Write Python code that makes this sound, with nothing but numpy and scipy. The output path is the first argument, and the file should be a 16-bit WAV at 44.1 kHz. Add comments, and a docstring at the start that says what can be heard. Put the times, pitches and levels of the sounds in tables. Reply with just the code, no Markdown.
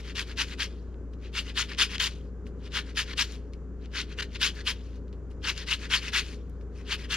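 """A lemon is pushed down and drawn back over the teeth of a steel hand grater, in bursts of two to four pushes.
Each tooth catches the rind and lets go with a click that rings the damped plate. Single teeth snag and tick,
the rind slides off after a burst, and brief brushes come while the fruit is turned. A kitchen appliance hums
and rumbles behind as steady tones over shaped noise. The room echoes faintly; a two-port microphone is close by."""
import sys
import numpy as np
from scipy import signal
from scipy.fft import rfft, irfft, next_fast_len
from scipy.io import wavfile

SR = 44100
rng = np.random.default_rng(int(sys.argv[2]) if len(sys.argv) > 2 else 0)


def bounce(signal):
    """Save signal as a 16-bit WAV file at the path given by the first command-line argument."""
    frames = np.transpose(np.atleast_2d(signal))
    limited = np.clip(frames, -1, 1)
    pcm = np.round(limited * 32767).astype(np.int16)
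    wavfile.write(sys.argv[1], SR, pcm)


N = 315756

# steady tones of the appliance: f/Hz, level/dB (rms, before the ports and slow drift)
HUM_TONES = [(59.0, -38.5), (86.1, -52), (146, -58), (189, -56.5), (369, -61), (415.5, -57), (466, -64.5),
             (516, -67), (565, -74)]
# resonant rumble of the appliance: f/Hz, relative level/dB (per Hz)
RUMBLE_SPECTRUM = [(13, -22), (24, -3.5), (40, -7.5), (76, -15), (91, -5), (110, -10), (172, -8.5),
                   (212, -11.5), (250, -6.5), (340, -13.5), (410, -11.5), (520, -18.5), (700, -29),
                   (850, -31.5)]
# its air noise above the rumble, on the same scale: f/Hz, relative level/dB (per Hz)
AIR_SPECTRUM = [(1100, -30.5), (1500, -33), (2200, -45.5), (4000, -56.5), (7000, -52), (8500, -59.5),
                (12000, -74), (15000, -101)]
# how the microphone ports differ: f/Hz, left minus right level/dB, left ahead of right phase/rad
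PORT_DIFFERENCE = [(60, 2.3, -.17), (374, 1.2, -0.4), (1300, 1.5, -.4), (2400, 2.7, -.5), (4400, 5, -.9),
                   (6340, 4, -1.5), (7360, 10, -2.0), (8100, 0, -3.14), (8740, -9, -1.5),
                   (8930, -5.5, -1.1), (15100, -5.5, -2)]
# gain of the scattered sound, which the ports hear in opposite sign: f/Hz, level/dB
PORT_SCATTER = [(60, -24), (200, -19), (600, -15), (1400, -15), (3000, -14.5), (7000, -5), (8100, -13.5),
                (9000, -5), (15000, -4)]
# what the plate gives back for one catch: f/Hz, relative level/dB (per Hz)
PLATE_SPECTRUM = [(550, -13), (700, -20), (860, -29), (980, -16.5), (1280, -22), (1500, 1), (2400, -6),
                  (3050, -1.5), (3700, -5.5), (4300, -3.5), (6000, -8.5), (8150, -19.5), (12200, -32),
                  (15000, -48)]
# single teeth that snag and let go: t/s, rough peak level/dB, favoured pitch f/Hz
TOOTH_SNAGS = [(0.119, -38, 2600), (0.1527, -38, 3300), (0.194, -17, 2820), (0.9274, -60, 2420),
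               (0.942, -51, 2370), (1.135, -50, 2900), (1.2481, -53, 2860), (1.3635, -29, 3000),
               (1.7474, -32, 2970), (1.7613, -45, 2370), (1.981, -23, 3110), (1.9999, -19, 3080),
               (2.0754, -25, 3120), (2.466, -41.5, 2200), (2.6764, -41, 3020), (2.7195, -37, 3000),
               (3.3217, -38, 4740), (3.5343, -43.5, 3750), (3.8578, -42, 3220), (3.936, -43, 3280),
               (4.4141, -25, 3360), (5.0802, -54, 3360), (5.1277, -46.5, 3100), (5.312, -54.5, 2310),
               (5.5775, -26, 4030), (6.2834, -37, 2550), (6.497, -56, 9000), (6.6104, -52, 2460)]
# pushes against the teeth: full bite t/s, held t/s, rasp level/dB, swell while held level/dB,
# rise over 30 dB t/ms, stop over 30 dB t/ms, favoured pitch f/Hz, brightness/(dB per octave)
PUSH_STROKES = [(0.154, 0.049, -42, 12.5, 12, 46, 2730, 0), (0.379, 0.039, -32.5, 6.5, 23, 45, 2760, -.5),
                (0.603, 0.036, -30.5, -1.5, 30, 49, 2730, 0), (1.348, 0.045, -38, 7, 30, 48, 2830, 0),
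                (1.573, 0.04, -27, -0.4, 29, 52.5, 3160, -0.4),
                (1.787, 0.045, -26, 1.8, 16.5, 46.5, 2880, 0.5),
                (2.002, 0.069, -27.5, -4, 12, 37, 3075, 1.5), (2.745, .045, -33, 3, 39, 40, 3140, -1.2),
                (2.971, 0.047, -27, -3, 21, 33.5, 3100, 0.5), (3.182, 0.039, -27.5, 2.5, 23, 44, 2980, 0.8),
                (3.955, 0.054, -35, 2, 45, 44, 2860, -2), (4.188, 0.036, -35.5, 7, 25, 33, 2610, -1.5),
                (4.417, 0.051, -26, -1.7, 23, 52, 3280, 0.6), (4.672, 0.039, -28, -3.5, 27, 35, 2750, 0.9),
                (5.445, 0.056, -35, 7, 30, 45, 2700, -0.7), (5.676, 0.06, -37, 11, 24, 38, 2720, -0.3),
                (5.91, 0.048, -30, 6.5, 26, 52, 3000, -0.3), (6.134, 0.059, -28.5, 1.5, 20, 54, 2680, -0.2),
                (6.9, 0.035, -35, 6.5, 54, 42, 3050, -0.7), (7.111, 0.04, -29.5, 0, 27, 62, 3120, -0.8)]
# light pulls back over the teeth: contact t/s, held t/s, rasp level/dB, swell while held level/dB,
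# stop over 30 dB t/ms, favoured pitch f/Hz, brightness/(dB per octave)
PULL_STROKES = [(0.05, 0.055, -49.5, 6.5, 46, 2450, -0.3), (0.284, 0.034, -47.5, 3.6, 47, 2250, -0.7),
                (0.479, 0.059, -47, 4, 34, 2500, .3), (1.24, 0.028, -53.5, 1.8, 60, 2600, -2.5),
                (1.456, 0.044, -49.5, 9, 43, 2500, -1), (1.7, 0.029, -43, 3.5, 48.5, 2300, -2.5),
                (1.912, 0.046, -41.5, 7.5, 20, 2600, -1), (2.619, 0.051, -62, 15.5, 32, 2700, -1),
                (2.86, 0.045, -53.5, 4.3, 58, 2150, -0.5), (3.082, 0.056, -45, 5.5, 8, 2200, -2.5),
                (3.826, 0.026, -63.5, 6, 50, 2500, -2), (4.095, 0.031, -52.5, 6.5, 46, 2350, -2),
                (4.338, 0.023, -48, 7.5, 30, 2500, -1.5), (4.56, 0.052, -48.5, 6, 24, 1800, -0.7),
                (5.578, 0.044, -41, 1, 53, 2700, -1), (5.8, 0.051, -47.5, 8.5, 47, 2280, -0.8),
                (6.033, .055, -39.5, 5, 35, 2400, -0.9), (6.758, 0.052, -60, 5.5, 70, 2000, .6),
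                (6.99, 0.061, -49.5, 4.5, 41, 2450, 0.3)]
# the rind slides off after the last push of a burst: t/s, held t/s, rasp level/dB, change while held level/dB
RIND_SLIDES = [(0.71, 0.44, -60, -38), (2.11, 0.17, -52.5, -21), (3.275, 0.071, -51.5, 2.5),
               (3.401, 0.067, -68.5, -7), (4.77, 0.2, -58.5, -8), (6.247, 0.082, -48.5, -1),
               (6.38, 0.2, -67.5, -12)]
# brief brushes while the fruit is turned: t/s, rasp level/dB, favoured pitch f/Hz
FRUIT_BRUSHES = [(0.001, -47.5, 2470), (1.134, -64, 1860), (1.19, -72, 1500), (2.468, -54.5, 1600),
                 (3.534, -59, 2290), (4.958, -59, 2295), (5.086, -73, 1680), (5.132, -64.5, 2750),
                 (5.31, -59, 1890), (6.612, -64.5, 1840)]

NOISE_DB = -46   # rumble and air noise together
KITCHEN_T60_S, KITCHEN_DB, WALL_CUT_HZ = 0.22, -24, 12000   # the echo dies faster towards the treble
CUTOFF_HZ = 15700
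CATCHES_PER_S, CATCH_SPREAD_DB = 6000, 2   # typical rate, before the catches clump
RING_T60_S = 0.01   # at 3000 Hz; higher modes die sooner
PLATE_CUT_HZ = 910
EVEN_ABOVE_HZ = 4570   # above this, big and small catches sound more and more alike
# pitch changes are in octaves over the hold, brightness changes in dB per octave over the hold
PUSH_PITCH_OCT, PUSH_BRIGHTENS_DB = -0.11, 1.5
PUSH_ARCH_DB = 2.5   # a push is strongest mid-plate
PULL_RISE_MS, PULL_PITCH_OCT, PULL_BRIGHTENS_DB = 65, 0.16, -2.5
SLIDE_EDGE_MS, SLIDE_HZ, SLIDE_PITCH_OCT, SLIDE_BRIGHT_DB = 84, 2700, -0.35, 2
BRUSH_HELD_S, BRUSH_RISE_MS, BRUSH_STOP_MS, BRUSH_BRIGHT_DB = 0.0025, 17, 37, 2.5
EDGE_CURVE = 1.09   # edges steepen towards silence
EDGE_BRIGHTENS_DB = 2.5   # dB per octave: at the edges light contact loses the low modes first
SKIP_S, SKIP_WIDTH_S, SKIP_DB = 4.2165, 0.0046, -22.5   # once the rind jumps a row of teeth


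def from_db(db):
    """Turn a level in dB into a gain."""
    return 10 ** (np.asarray(db) / 20)


def rms_one(x):
    """Scale a signal to rms 1."""
    return x / np.sqrt(np.mean(x ** 2) + 1e-20)


def at_hz(points, hz, axis=1):
    """Read a table column between its points on a log-frequency axis."""
    table = np.array(points)
    return np.interp(np.log(np.maximum(hz, 1)), np.log(table[:, 0]), table[:, axis])


def drift(rate_hz):
    """Slow random wandering of spread 1: noise smoothed by two equal low-pass steps."""
    step = 40   # samples between the slow values
    r = np.exp(-2 * np.pi * step * rate_hz / SR)
    noise = rng.standard_normal(N // step + 2002)
    slow = signal.lfilter([1], [1, -2 * r, r * r], noise)[2000:]   # leave out the settling
    return np.interp(np.arange(N) / step, np.arange(len(slow)), rms_one(slow))


def appliance():
    """Steady motor tones over a broad rumble and faint air noise; the noise has a shared and a scattered part."""
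    t, hz = np.arange(N) / SR, np.arange(N // 2 + 1) * SR / N
    colour = from_db(at_hz(RUMBLE_SPECTRUM + AIR_SPECTRUM, hz))
    out = rms_one(irfft(rfft(rng.standard_normal((2, N))) * colour, N))
    out = out * from_db(NOISE_DB + .5 * drift(4.7))
    for tone_hz, tone_db in HUM_TONES:
        # pitch and level waver a little
        phase = 2 * np.pi * (tone_hz * t + rng.random()) + 0.0051 * tone_hz * drift(1.61)
        out[0] += np.sqrt(2) * from_db(tone_db + 0.33 * drift(3)) * np.sin(phase)
    return out


def kitchen(x):
    """Sound runs round eight feedback delays for each of two paths, duller on every round."""
    size = next_fast_len(N + SR)
    hz = np.arange(size // 2 + 1) * SR / size
    t60 = KITCHEN_T60_S / np.sqrt(1 + (hz / WALL_CUT_HZ) ** 2)
    answer = np.zeros((2, len(hz)), complex)
    for k, lag in enumerate(rng.uniform(.008, .03, 16)):
        loop = from_db(-60 * lag / t60) * np.exp(-2j * np.pi * hz * lag)
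        # the endless rounds of one delay add up to this fraction
        answer[k % 2] += loop / (1 - loop) * (-1) ** (k // 2)
    return irfft(answer * rfft(x, size), size)[:, :N]


def ports(shared, scattered):
    """Two ports hear the shared sound with their own colour and lag, the scattered part in opposite sign."""
    size = next_fast_len(N + 2048)
    hz = np.arange(size // 2 + 1) * SR / size
    half_phase = .5j * at_hz(PORT_DIFFERENCE, hz, axis=2)
    half = from_db(at_hz(PORT_DIFFERENCE, hz) / 2) * np.exp(half_phase)
    mid = rfft(shared, size)
    side = rfft(scattered, size) * from_db(at_hz(PORT_SCATTER, hz))
    return irfft([half * (mid + side), (mid - side) / half], size)[:, :N]


def contact():
    """Every stroke rises, is held and stops; the loudest each millisecond sets level, brightness and pitch."""
    rows = [(s, held, db, swell, rise, stop, hz, PUSH_PITCH_OCT, tilt, PUSH_BRIGHTENS_DB)
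            for s, held, db, swell, rise, stop, hz, tilt in PUSH_STROKES]
    rows += [(s, held, db, swell, PULL_RISE_MS, stop, hz, PULL_PITCH_OCT, tilt, PULL_BRIGHTENS_DB)
             for s, held, db, swell, stop, hz, tilt in PULL_STROKES]
    rows += [(s, held, db, change, SLIDE_EDGE_MS, SLIDE_EDGE_MS, SLIDE_HZ, SLIDE_PITCH_OCT, SLIDE_BRIGHT_DB, 0)
             for s, held, db, change in RIND_SLIDES]
    rows += [(s, BRUSH_HELD_S, db, 0, BRUSH_RISE_MS, BRUSH_STOP_MS, hz, 0, BRUSH_BRIGHT_DB, 0)
             for s, db, hz in FRUIT_BRUSHES]
    # one row per stroke, one column per millisecond
    s, held, db, swell, rise, stop, hz, pitch_oct, tilt, brightens = np.array(rows).T[:, :, None]
    t = np.arange(0, N / SR + .002, .001)
    part = np.clip((t - s) / held, 0, 1)   # how far through the hold
    before_s, after_s = np.maximum(s - t, 0), np.maximum(t - s - held, 0)
    edge = 1000 * (before_s / rise + after_s / stop)   # 1 where the level is 30 dB down
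    level = db + swell * part - 30 * edge ** EDGE_CURVE
    pushes = len(PUSH_STROKES)
    level[:pushes] += PUSH_ARCH_DB * np.sin(np.pi * part[:pushes])
    level += SKIP_DB * np.exp(-((t - SKIP_S) / SKIP_WIDTH_S) ** 2)
    bright = tilt + brightens * (part - .5) + EDGE_BRIGHTENS_DB * np.minimum(edge, 1)
    favoured_hz = hz * 2 ** (pitch_oct * (part - .5))
    loudest = level.argmax(axis=0), np.arange(len(t))
    return t, level[loudest], bright[loudest], favoured_hz[loudest]


def ring(clicks, hz, t60):
    """A damped mode struck through soft rind: the contact rounds off what lies above its pitch."""
    r, w = from_db(-60 / (t60 * SR)), 2 * np.pi * hz / SR
    soft = np.exp(-w)
    poles = np.convolve([1, -2 * r * np.cos(w), r * r], [1, -soft])
    gain = 1.227 * (1 - soft) * np.sin(w) * np.sqrt(2 - 2 * r * r)
    return signal.lfilter([0, gain], poles, clicks + 1e-18)


def grater():
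    """Random catches and single snags strike the plate's modes, each with a strength of its own per catch."""
    s, rasp_db, bright, favoured_hz = contact()
    # catches come in clumps as rows of teeth pass under the rind
    chance = CATCHES_PER_S * from_db(1.2 * drift(60)) / SR
    caught = np.flatnonzero(rng.random(N) < chance)
    level_db, tilt, centre = (np.interp(caught / SR, s, c) for c in (rasp_db, bright, np.log2(favoured_hz)))
    level_db = level_db + 10 * np.log10(SR / CATCHES_PER_S)   # sparse clicks must be stronger
    sizes = rms_one(from_db(CATCH_SPREAD_DB * np.minimum(rng.exponential(1, len(caught)), 4)))
    # each tooth flicks hardest near a pitch of its own, in octaves
    tooth = np.log2(3000) + 1.175 * rng.standard_normal(len(caught))
    snag_s, snag_db, snag_hz = np.transpose(TOOTH_SNAGS)
    snag_at = np.round(snag_s * SR).astype(int)

    modes = np.geomspace(600, 15000, 30)
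    weights = from_db(at_hz(PLATE_SPECTRUM, modes)) * np.sqrt(modes)   # higher modes each cover a wider band
    weights = weights / np.sqrt(np.sum(weights ** 2))
    out = np.zeros((2, N))   # shared by both ports, and carried by scattered paths only
    for k, (hz, weight) in enumerate(zip(modes, weights)):
        slope_db = tilt * np.log2(hz / 3000)
        # the spot under the fruit favours modes near one pitch
        spot_db = 5 * np.exp(-((np.log2(hz) - centre) / .35) ** 2)
        # every mode swells and fades as the spot slides
        spot_db = spot_db + 2.5 * drift(20)[caught]
        even = min(1, EVEN_ABOVE_HZ / hz) ** 2
        tooth_db = -25.0 * even * np.minimum(np.abs(np.log2(hz) - tooth), .8)
        makeup_db = 8.42 * even   # offsets the loss away from each tooth's pitch
        strength = weight * sizes ** even * from_db(level_db + slope_db + spot_db + tooth_db + makeup_db)
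        clicks = np.zeros((2, N))
        clicks[:, caught] = strength * rng.standard_normal((2, len(caught)))
        # a snag strikes neighbouring modes in opposite sign
        clicks[0, snag_at] += (-1) ** k * from_db(snag_db + 7 - 10 * np.log2(hz / snag_hz) ** 2)
        out += ring(clicks, hz, RING_T60_S * np.sqrt(3000 / hz))
    # a small perforated plate radiates little bass
    return signal.sosfilt(signal.butter(8, PLATE_CUT_HZ, "high", fs=SR, output="sos"), out)


def scene():
    """Grater, its echo from the kitchen and the appliance, all heard through the ports."""
    rasp = grater()
    echo = from_db(KITCHEN_DB) * kitchen(rasp[0])
    shared, scattered = rasp + echo + appliance()
    return ports(shared, scattered)


def record(dry):
    """A steep low-pass filter cuts the top of the treble."""
    return signal.sosfilt(signal.ellip(10, .5, 70, CUTOFF_HZ, fs=SR, output="sos"), dry)


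dry = scene()
out = record(dry)
bounce(out)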